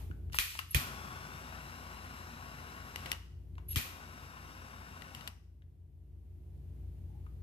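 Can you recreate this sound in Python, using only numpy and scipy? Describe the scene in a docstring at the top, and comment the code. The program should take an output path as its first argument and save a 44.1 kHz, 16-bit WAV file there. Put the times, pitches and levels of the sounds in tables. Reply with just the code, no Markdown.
"""Over a low machine hum, a butane jet lighter nears an incense cone on a wooden table, left of a phone.
Gas hisses and the piezo trigger snaps in vain; then a whistle, a snap and a pop light a roaring jet.
The trigger clicks back and it dies; another whistle and snap light it again, until more clicks end it.
A live room answers each snap, made of ringing noise bursts; flame and gas are coloured noise.
Loud moments make the phone turn its gain down, so the hum sinks and later swells back."""
import sys
import numpy as np
from scipy import signal
from scipy.fft import rfft, irfft
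from scipy.io import wavfile
from scipy.ndimage import uniform_filter1d, map_coordinates

SR = 44100
rng = np.random.default_rng(int(sys.argv[2]) if len(sys.argv) > 2 else 0)


def master_out(mix):
    """Clip the mix to full scale and print it as 16-bit PCM to the path in sys.argv[1]."""
    frames = np.transpose(np.atleast_2d(mix))
    ceiling = np.clip(frames, -1, 1)
    pcm = np.round(ceiling * 32767).astype(np.int16)
    wavfile.write(sys.argv[1], SR, pcm)


N = 327222
TIME = np.arange(N) / SR
FREQ = np.fft.rfftfreq(N, 1 / SR)


def amp(db):
    """Decibels to gain."""
    return 10 ** (np.asarray(db) / 20)


def unit(x):
    """Scale to rms 1."""
    return x / np.sqrt(np.mean(x ** 2))


def curves(table):
    """The columns of a table, joined by straight lines in time."""
    s, *columns = np.transpose(table)
    return [np.interp(TIME, s, column) for column in columns]


def spectrum(points, hz=FREQ):
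    """Colour points joined on a log-frequency axis."""
    f, value = np.transpose(points)
    return np.interp(np.log(hz + 1), np.log(f), value)


def lifts(modes, hz=FREQ):
    """Decibels added by resonances."""
    return sum(db / (1 + (2 * (hz - f) / width) ** 2) for f, width, db in modes)


def noise(db):
    """Noise of rms 1 with the given colour."""
    white = rng.standard_normal(N)
    return unit(irfft(rfft(white) * amp(db), N))


def walk(rate):
    """Smooth random drift of rms 1 that moves about rate times a second."""
    return noise(-20 * np.log10(1 + (FREQ / rate) ** 4))


def narrow(hz, width_hz):
    """Turbulence caught in one sharp resonance whose pitch may move; rms about 1."""
    slow = -10 * np.log10(1 + (2 * FREQ / width_hz) ** 4)
    phase = 2 * np.pi * np.cumsum(hz * np.ones(N)) / SR
    return noise(slow) * np.cos(phase) + noise(slow) * np.sin(phase)


def envelope(start_s, end_s, attack_s, fade_db_per_s):
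    """Gain that rises from the start, holds, and fades after the end."""
    rise = np.clip((TIME - start_s) / attack_s, 0, 1)
    return rise * amp(-fade_db_per_s * np.clip(TIME - end_s, 0, 1))


def delay(x, ms):
    """Read a sound a fixed or moving time late."""
    return map_coordinates(x, [np.arange(N) - ms * SR / 1000], order=3)


def ring(db):
    """Causal impulse response of a colour, by way of its cepstrum; unit energy."""
    cepstrum = irfft(np.log(amp(db)))
    half = len(cepstrum) // 2
    # folding the cepstrum forward in time gives minimum phase
    folded = np.r_[cepstrum[0], 2 * cepstrum[1:half], np.zeros(half)]
    response = irfft(np.exp(rfft(folded)))[:half]
    return response / np.linalg.norm(response)


def blow(ms, colour_db):
    """A dying rattle of tiny contacts rings a body; a longer rattle carries more energy."""
    t = np.arange(SR // 6) / SR
    contacts = rng.standard_normal(len(t)) * np.exp(-1000 * t / ms)
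    contacts = contacts / np.linalg.norm(contacts) * np.sqrt(ms * SR / 2000)
    return signal.fftconvolve(contacts, ring(colour_db))


def add(track, s, sound):
    """Mix a short sound into a track at time s."""
    start = max(int(s * SR), 0)
    track[..., start:start + sound.shape[-1]] += sound[..., :N - start]


def pan(db):
    """Left and right gains for a level difference."""
    return amp(np.array([[db], [-db]]) / 2)


def ports(x, lag_ms=.27):
    """The right port hears a source on the left a little later."""
    return np.array([x, delay(x, lag_ms)])


# colour of the level difference between the ports: (frequency [Hz], left minus right [dB])
PORT_BALANCE = [(110, 4), (380, 0.5), (700, 12), (1300, 4), (2400, 7), (4400, 3.5), (8100, 2),
                (14500, -3.5)]


def sides(stereo, share=1):
    """The left port is stronger in the middle range, the right one in the top."""
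    half_difference_db = np.outer([1, -1], spectrum(PORT_BALANCE)) / 2
    return irfft(rfft(stereo) * amp(share * half_difference_db), N)


# how long the room rings: (frequency [Hz], time to fall 60 dB before the early lift [s])
ROOM_DECAY = [(150, 0.095), (600, 0.49), (2500, 0.5), (6000, 0.58), (13000, 0.43)]


def room(x, build_s=0.0051, early_db=4, early_s=.03):
    """Diffuse noise tail: strong early reflections, then a decay that is shortest in the bass."""
    hz, s, cells = signal.stft(rng.standard_normal((2, SR)), SR, nperseg=256)
    decay = np.exp(-np.log(1000) * s / spectrum(ROOM_DECAY, hz)[:, None])
    tail = signal.istft(cells * decay, SR)[1]
    t = np.arange(tail.shape[1]) / SR
    build = 1 - np.exp(-(t / build_s) ** 2)
    tail = tail * build * amp(early_db * np.exp(-t / early_s))
    # the left tail has unit energy
    return signal.fftconvolve(x[None], tail / np.linalg.norm(tail[0]), axes=1)[:, :N]


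# the jet burns: (lights [s], valve shuts [s], level [dB], extra level at first [dB])
BURNS = [(.746, 3.129, -42, 5.5), (3.76, 5.285, -44.5, 1)]
# turbulent roar of the flame, hiss of the gas: (frequency [Hz], relative level [dB])
ROAR_COLOUR = [(50, -23.5), (120, 6.5), (230, 4.5), (350, -4), (500, -7.5), (700, -5.5), (1000, -4),
               (1600, -3.5), (2300, -8), (4000, -18), (9000, -26)]
HISS_COLOUR = [(800, -19.5), (2000, 4.5), (3200, -1.5), (5500, 1.5), (7000, -6), (8200, 0), (10200, -3),
               (11500, -9), (12800, 1), (14300, -8.5)]
# resonances of the burner tube: (frequency [Hz], width [Hz], lift [dB])
BURNER_TUBE = [(1063, 240, 7.5), (1440, 220, 5), (2780, 130, 7.5), (5520, 720, 5), (11700, 400, 7.5)]
# the gap between flame and holder rings at a pitch that follows the hand: (time [s], pitch [Hz])
GAP_PITCH = [(1.2, 3400), (1.65, 3980), (3.1, 3906), (3.9, 3800), (4.6, 3740), (5.3, 3800)]
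# the flame catches fast, sounds louder at first and eases down slowly, and dies with a last spit of gas
CATCH_S, EASE_S, DIE_DB_PER_S, SPIT_DB, SPIT_S = 0.018, 0.57, 418, 5.5, 0.03


def jet(flutter_db=1.02, echo=0.14, echo_cycles=3.5, hiss_db=-11, gap_db=-19.0, gap_width_hz=170,
        roar_room_db=-6, hiss_room_db=-2):
    """Flame roar and gas hiss pass through the burner tube; the gap to the holder adds echo and ring."""
    burn, gas = np.zeros(N), np.zeros(N)
    for start, end, db, flare_db in BURNS:
        easing = np.exp(-np.maximum(TIME - start, 0) / EASE_S)
        flame = envelope(start, end, CATCH_S, DIE_DB_PER_S) * amp(db + flare_db * easing)
        spit = amp(SPIT_DB * np.exp(-np.abs(TIME - end) / SPIT_S))
        burn += flame
        gas += flame * spit
    gap_hz, tube = curves(GAP_PITCH)[0], lifts(BURNER_TUBE)
    roar = burn * noise(spectrum(ROAR_COLOUR) + tube) * amp(flutter_db * walk(60))
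    hiss = gas * noise(spectrum(HISS_COLOUR) + tube) * amp(hiss_db + .5 * walk(15))
    echo_ms = 1000 * echo_cycles / gap_hz
    # the near echo comes back inverted
    roar = roar - echo * delay(roar, echo_ms)
    hiss = hiss - echo * delay(hiss, echo_ms)
    gap = burn * narrow(gap_hz, gap_width_hz) * amp(gap_db)
    # the jet points at the things on the table, so most of its reflections come early
    reflected = room(amp(roar_room_db) * roar + amp(hiss_room_db) * hiss, early_db=8)
    return sides(ports(roar + hiss + gap) + reflected)


# unlit gas escapes as the trigger travels:
# (valve opens [s], flow starts to fade [s], level [dB], opening time [s])
LEAKS = [(0.317, 0.6, -41, 0.066), (0.688, .742, -45.5, .04), (3.679, 3.77, -53, 0.038)]
# the barely open valve whistles, each time a chirp and then a stronger note:
# (time [s], length before the fade [s], level at full rise [dB], fade [dB/s])
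WHISTLES = [(.684, .006, -48, 1499), (0.705, 0.0077, -30.5, 900), (3.682, 0.011, -42, 2497.5),
            (3.702, 0.011, -38, 518)]
WHISTLE_HZ, WHISTLE_ATTACK_S, LEAK_FADE_DB_PER_S = 11420, .007, 421


def valve(waver_hz=110, tube_db=-9, tube_hz=2790, tube_width_hz=260, room_db=-10):
    """Unlit gas hisses, sounds the burner tube and whistles on the edge of the nozzle."""
    leaking = sum(amp(db) * envelope(start, end, opening_s, LEAK_FADE_DB_PER_S)
                  for start, end, db, opening_s in LEAKS)
    whistling = sum(amp(db) * envelope(s, s + length, WHISTLE_ATTACK_S, fade)
                    for s, length, db, fade in WHISTLES)
    whistle_hz = WHISTLE_HZ + waver_hz * walk(400)
    tone = np.sqrt(2) * np.sin(2 * np.pi * np.cumsum(whistle_hz) / SR)
    leak = unit(noise(spectrum(HISS_COLOUR)) + amp(tube_db) * narrow(tube_hz, tube_width_hz))
    gas = leak * leaking * amp(2 * walk(120)) + tone * whistling * amp(1.5 * walk(300))
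    return ports(gas, lag_ms=.28) + amp(room_db) * room(gas)


def strikes(hits, shape, modes, scatter, size=2048, lag_ms=.2):
    """Parts of the lighter strike its case; the table scatters the snap and the room answers."""
    hz = np.fft.rfftfreq(size, 1 / SR)
    near, scattered, far = np.zeros((2, N)), np.zeros((2, N)), np.zeros(N)
    for s, db, ms, tilt_db, room_db, pan_db in hits:
        tilt = tilt_db * np.log2(np.maximum(hz, 500) / 3000)
        colour = spectrum(shape, hz) + lifts(modes, hz) + tilt
        snap, left, right = (amp(db) * blow(ms, colour) for _ in range(3))
        add(near, s, snap * pan(pan_db))
        add(scattered, s, scatter * np.array([left, right]) * pan(pan_db))
        # the room gathers the snap from all directions, which evens out its colour
        add(far, s, amp(room_db) * np.linalg.norm(snap) * ring(colour))
    direct = np.array([near[0], delay(near[1], lag_ms)])
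    return (direct + scattered) / np.hypot(1, scatter) + room(far)


# the piezo hammer fires: (time [s], level [dB], rattle time constant [ms],
# treble tilt [dB/octave], room [dB], left minus right [dB])
SNAPS = [(.3868, -5, 1.65, 1, 1, -0.5), (.7463, -6.5, 2.84, 1.1, 0, -7.5), (3.7595, -13, 2.56, 1.34, 5, 3)]
# colour of the hammer: (frequency [Hz], relative level [dB])
HAMMER_COLOUR = [(150, -9), (500, -11.5), (800, -11.5), (1300, -1), (2300, 5), (4200, 0.5), (5500, -3.5),
                 (9500, -6), (12000, 0), (14500, -1.5)]
# modes of the lighter's case: (frequency [Hz], width [Hz], lift [dB])
CASE_MODES = [(1180, 310, 6.3), (1916, 99, 6), (2460, 230, 8.2), (3180, 180, 4.5), (4460, 200, 1.3),
              (6100, 130, 3)]


def hammer():
    """The sprung piezo hammer hits and rings the case."""
    return sides(strikes(SNAPS, HAMMER_COLOUR, CASE_MODES, scatter=1.0), share=0.33)


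# the trigger lever slips and springs back: (time [s], level [dB], rattle time constant [ms],
# treble tilt [dB/octave], room [dB], left minus right [dB])
CLICKS = [(0.3247, -49, 2.3, 4, -9, -9), (.3315, -39.5, 2.5, 0, -7, 10), (.346, -34, 4.7, 11, 7, 1),
          (.5905, -20.5, 2.9, -0.5, -5.5, 8.5), (2.9595, -18, 1.4, -1, -8, 2.5),
          (3.059, -26.5, 4.2, -3.5, -6, 4.5), (3.117, -14, 2, 0, -20.5, 4.5),
          (3.127, -28.5, 6, -4, -9.5, 5), (5.0208, -35, 2.3, -4.5, -6, 19.5),
          (5.1488, -25.5, 1.4, -0.5, -7, 6), (5.209, -38.5, 4, -2, -17, 13),
          (5.2757, -22.5, 3, -1, -16.5, 8)]
# colour of the lever: (frequency [Hz], relative level [dB])
LEVER_COLOUR = [(150, -7), (600, -10.5), (1500, -4.5), (2300, 1), (3400, -0.5), (5000, -3), (6500, -5.5),
                (9500, -8.5), (12000, -2.5), (14500, -9)]
# modes of the lever: (frequency [Hz], width [Hz], lift [dB])
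LEVER_MODES = [(1070, 180, 8), (1953, 140, 9), (2883, 400, 12), (4600, 330, 3)]


def lever():
    """The trigger lever clicks with short rattles at its own modes."""
    return strikes(CLICKS, LEVER_COLOUR, LEVER_MODES, scatter=0.93)


# low thumps of the hand, the trigger and the catching gas:
# (time [s], level [dB], pitch [Hz], decay time constant [ms], left minus right [dB])
POPS = [(.101, -38.5, 210, 1.07, -16), (0.3875, -20.5, 54.75, 4.7, -0.5), (0.748, -8, 80.5, 4.6, 3.5),
        (3.7598, -22.5, 247, 2.4, 2.5), (3.764, -11.5, 73.6, 3.8, 6.5)]
# colour of the puff that comes with a pop: (frequency [Hz], relative level [dB])
PUFF_COLOUR = [(30, -10.5), (60, -0.5), (100, -5), (135, 2.5), (190, -19.5), (260, -13.5), (340, -25),
               (450, -26), (1500, -58)]


def pops(puff_db=-10, puff_ms=18, room_db=-14, size=8192):
    """A few swelling and dying swings of air pressure, with a turbulent puff."""
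    t, track = np.arange(SR // 5) / SR, np.zeros((2, N))
    puff = spectrum(PUFF_COLOUR, np.fft.rfftfreq(size, 1 / SR))
    for s, db, hz, ms, pan_db in POPS:
        age = 1000 * t / ms
        swing = -age ** 2 * np.exp(-age) * np.sin(2 * np.pi * hz * t)
        add(track, s, amp(db) * swing * pan(pan_db))
        add(track, s, amp(db + puff_db) * blow(puff_ms, puff) * pan(pan_db))
    return track + amp(room_db) * room(track.mean(axis=0))


# soft knocks of handling:
# (time [s], level [dB], rattle time constant [ms], ring pitch [Hz], sharpness [Q])
KNOCKS = [(0.112, -43.5, 2.5, 1500, 4.2), (0.298, -58.5, 3, 1500, 1.5), (0.344, -30.5, 3.2, 1100, 1.2),
          (0.552, -29.5, 3.8, 1200, 0.76), (0.592, -22.5, 2.7, 1280, 2.4), (0.617, -41, 6.2, 1300, 2.2),
          (3.554, -57.5, 1.8, 2000, 0.91), (3.581, -48, 5.8, 1130, 0.86), (5.6207, -53.5, 3.6, 1800, 2.3),
          (7.2635, -54.5, 5, 1200, 2.3)]
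# a faint hollow rub of the fingers
RUB_START_S, RUB_END_S, RUB_DB, RUB_ATTACK_S, RUB_FADE_DB_PER_S = 7.07, 7.17, -72.5, 0.049, 219.5


def knocks(size=2048, room_db=-9, pan_db=5, overtone=1.7, overtone_db=-12, rub_hz=830, rub_width_hz=90):
    """Fingers shift and brush: dull blows with one ring and a weaker overtone, and a short rub."""
    hz = np.fft.rfftfreq(size, 1 / SR) + 1
    rubbing = envelope(RUB_START_S, RUB_END_S, RUB_ATTACK_S, RUB_FADE_DB_PER_S)
    track = narrow(rub_hz, rub_width_hz) * amp(RUB_DB) * rubbing
    for s, db, ms, ring_hz, q in KNOCKS:
        low, high = (1 / (1 + (q * (hz / f - f / hz)) ** 2) for f in (ring_hz, overtone * ring_hz))
        # the last term is a broad floor under both rings
        colour = 20 * np.log10(low + amp(overtone_db) * high + amp(-42.5))
        add(track, s, amp(db) * blow(ms, colour))
    return (ports(track) + amp(room_db) * room(track)) * pan(pan_db)


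# machine hum: (frequency [Hz], rms level before drift and pan [dB])
HUM_TONES = [(59.3, -49), (83.8, -50.5), (89.4, -51.5), (134.6, -60), (168, -66), (306.8, -76),
             (360.3, -72.5), (431, -78)]
# hum and rumble ease off a little: (time [s], level [dB])
HUM_DRIFT = [(0, 2.3), (4.5, 1), (7.42, -1)]
# room rumble and air: (frequency [Hz], relative level [dB])
RUMBLE_COLOUR = [(20, -13), (35, -19.5), (55, -2), (75, 6), (105, -3), (140, -3.5), (200, -12.5),
                 (300, -15), (420, -24.5), (700, -30.5), (1500, -59)]
AIR_COLOUR = [(200, -7), (800, 7.5), (1300, -0.5), (2800, -1), (5000, -8), (8000, -9), (12000, -4),
              (14500, -4)]


def background(rumble_db=-53.5, air_db=-74.0, side_db=-8, pan_db=2.0):
    """Steady motor tones beat against each other over a low rumble and faint air."""
    hum = np.zeros(N)
    for hz, db in HUM_TONES:
        turns = np.cumsum(hz + .15 * walk(1)) / SR + rng.random()
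        hum += np.sqrt(2) * amp(db + walk(2)) * np.sin(2 * np.pi * turns)
    middle, side = noise(spectrum(RUMBLE_COLOUR)), noise(spectrum(RUMBLE_COLOUR))
    rumble = middle + amp(side_db) * np.outer([1, -1], side)
    air = np.array([noise(spectrum(AIR_COLOUR)) for _ in range(2)])
    low = (hum + amp(rumble_db) * rumble) * amp(curves(HUM_DRIFT)[0]) * pan(pan_db)
    return low + air * amp(air_db)


def afterring(level_db=-55, fade_db_per_s=125):
    """At the start the room still rings from an earlier click: fading noise in the colour of the air."""
    tail = np.array([noise(spectrum(AIR_COLOUR)) for _ in range(2)])
    return tail * amp(level_db - fade_db_per_s * TIME)


def scene():
    """The lighter and its handling over the room's hum."""
    lighter = jet() + valve() + hammer() + lever()
    return lighter + knocks() + pops() + background() + afterring()


# the phone's gain control steps back at a loud sound, waits, then creeps up again
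DUCK_DB, HOLD_S, RECOVER_DB_PER_S = 9.5, 2.096, 11
THRESHOLD_DB, DETECT_S, DUCK_ATTACK_S, LOOKAHEAD_S = -25, .04, .005, .013


def gain_control(x):
    """Each loud moment turns the gain down; it stays there for a while, then recovers at a steady rate."""
    power = uniform_filter1d(np.mean(x ** 2, axis=0), int(DETECT_S * SR))
    # shift the centred average so that it sees only the lookahead time ahead
    power = np.interp(TIME - DETECT_S / 2 + LOOKAHEAD_S, TIME, power)
    loud = power > amp(THRESHOLD_DB) ** 2
    last_loud_s = np.maximum.accumulate(np.where(loud, TIME, -np.inf))
    recovering_s = TIME - last_loud_s - HOLD_S
    cut_db = np.clip(DUCK_DB - RECOVER_DB_PER_S * recovering_s, 0, DUCK_DB)
    return x * amp(-uniform_filter1d(cut_db, int(DUCK_ATTACK_S * SR)))


TOP_HZ = 14600


def record(dry):
    """The phone rides its gain and cuts the top steeply with an elliptic low-pass."""
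    low_pass = signal.ellip(10, .2, 70, TOP_HZ, fs=SR, output="sos")
    return signal.sosfilt(low_pass, gain_control(dry))


dry = scene()
out = record(dry)
master_out(out)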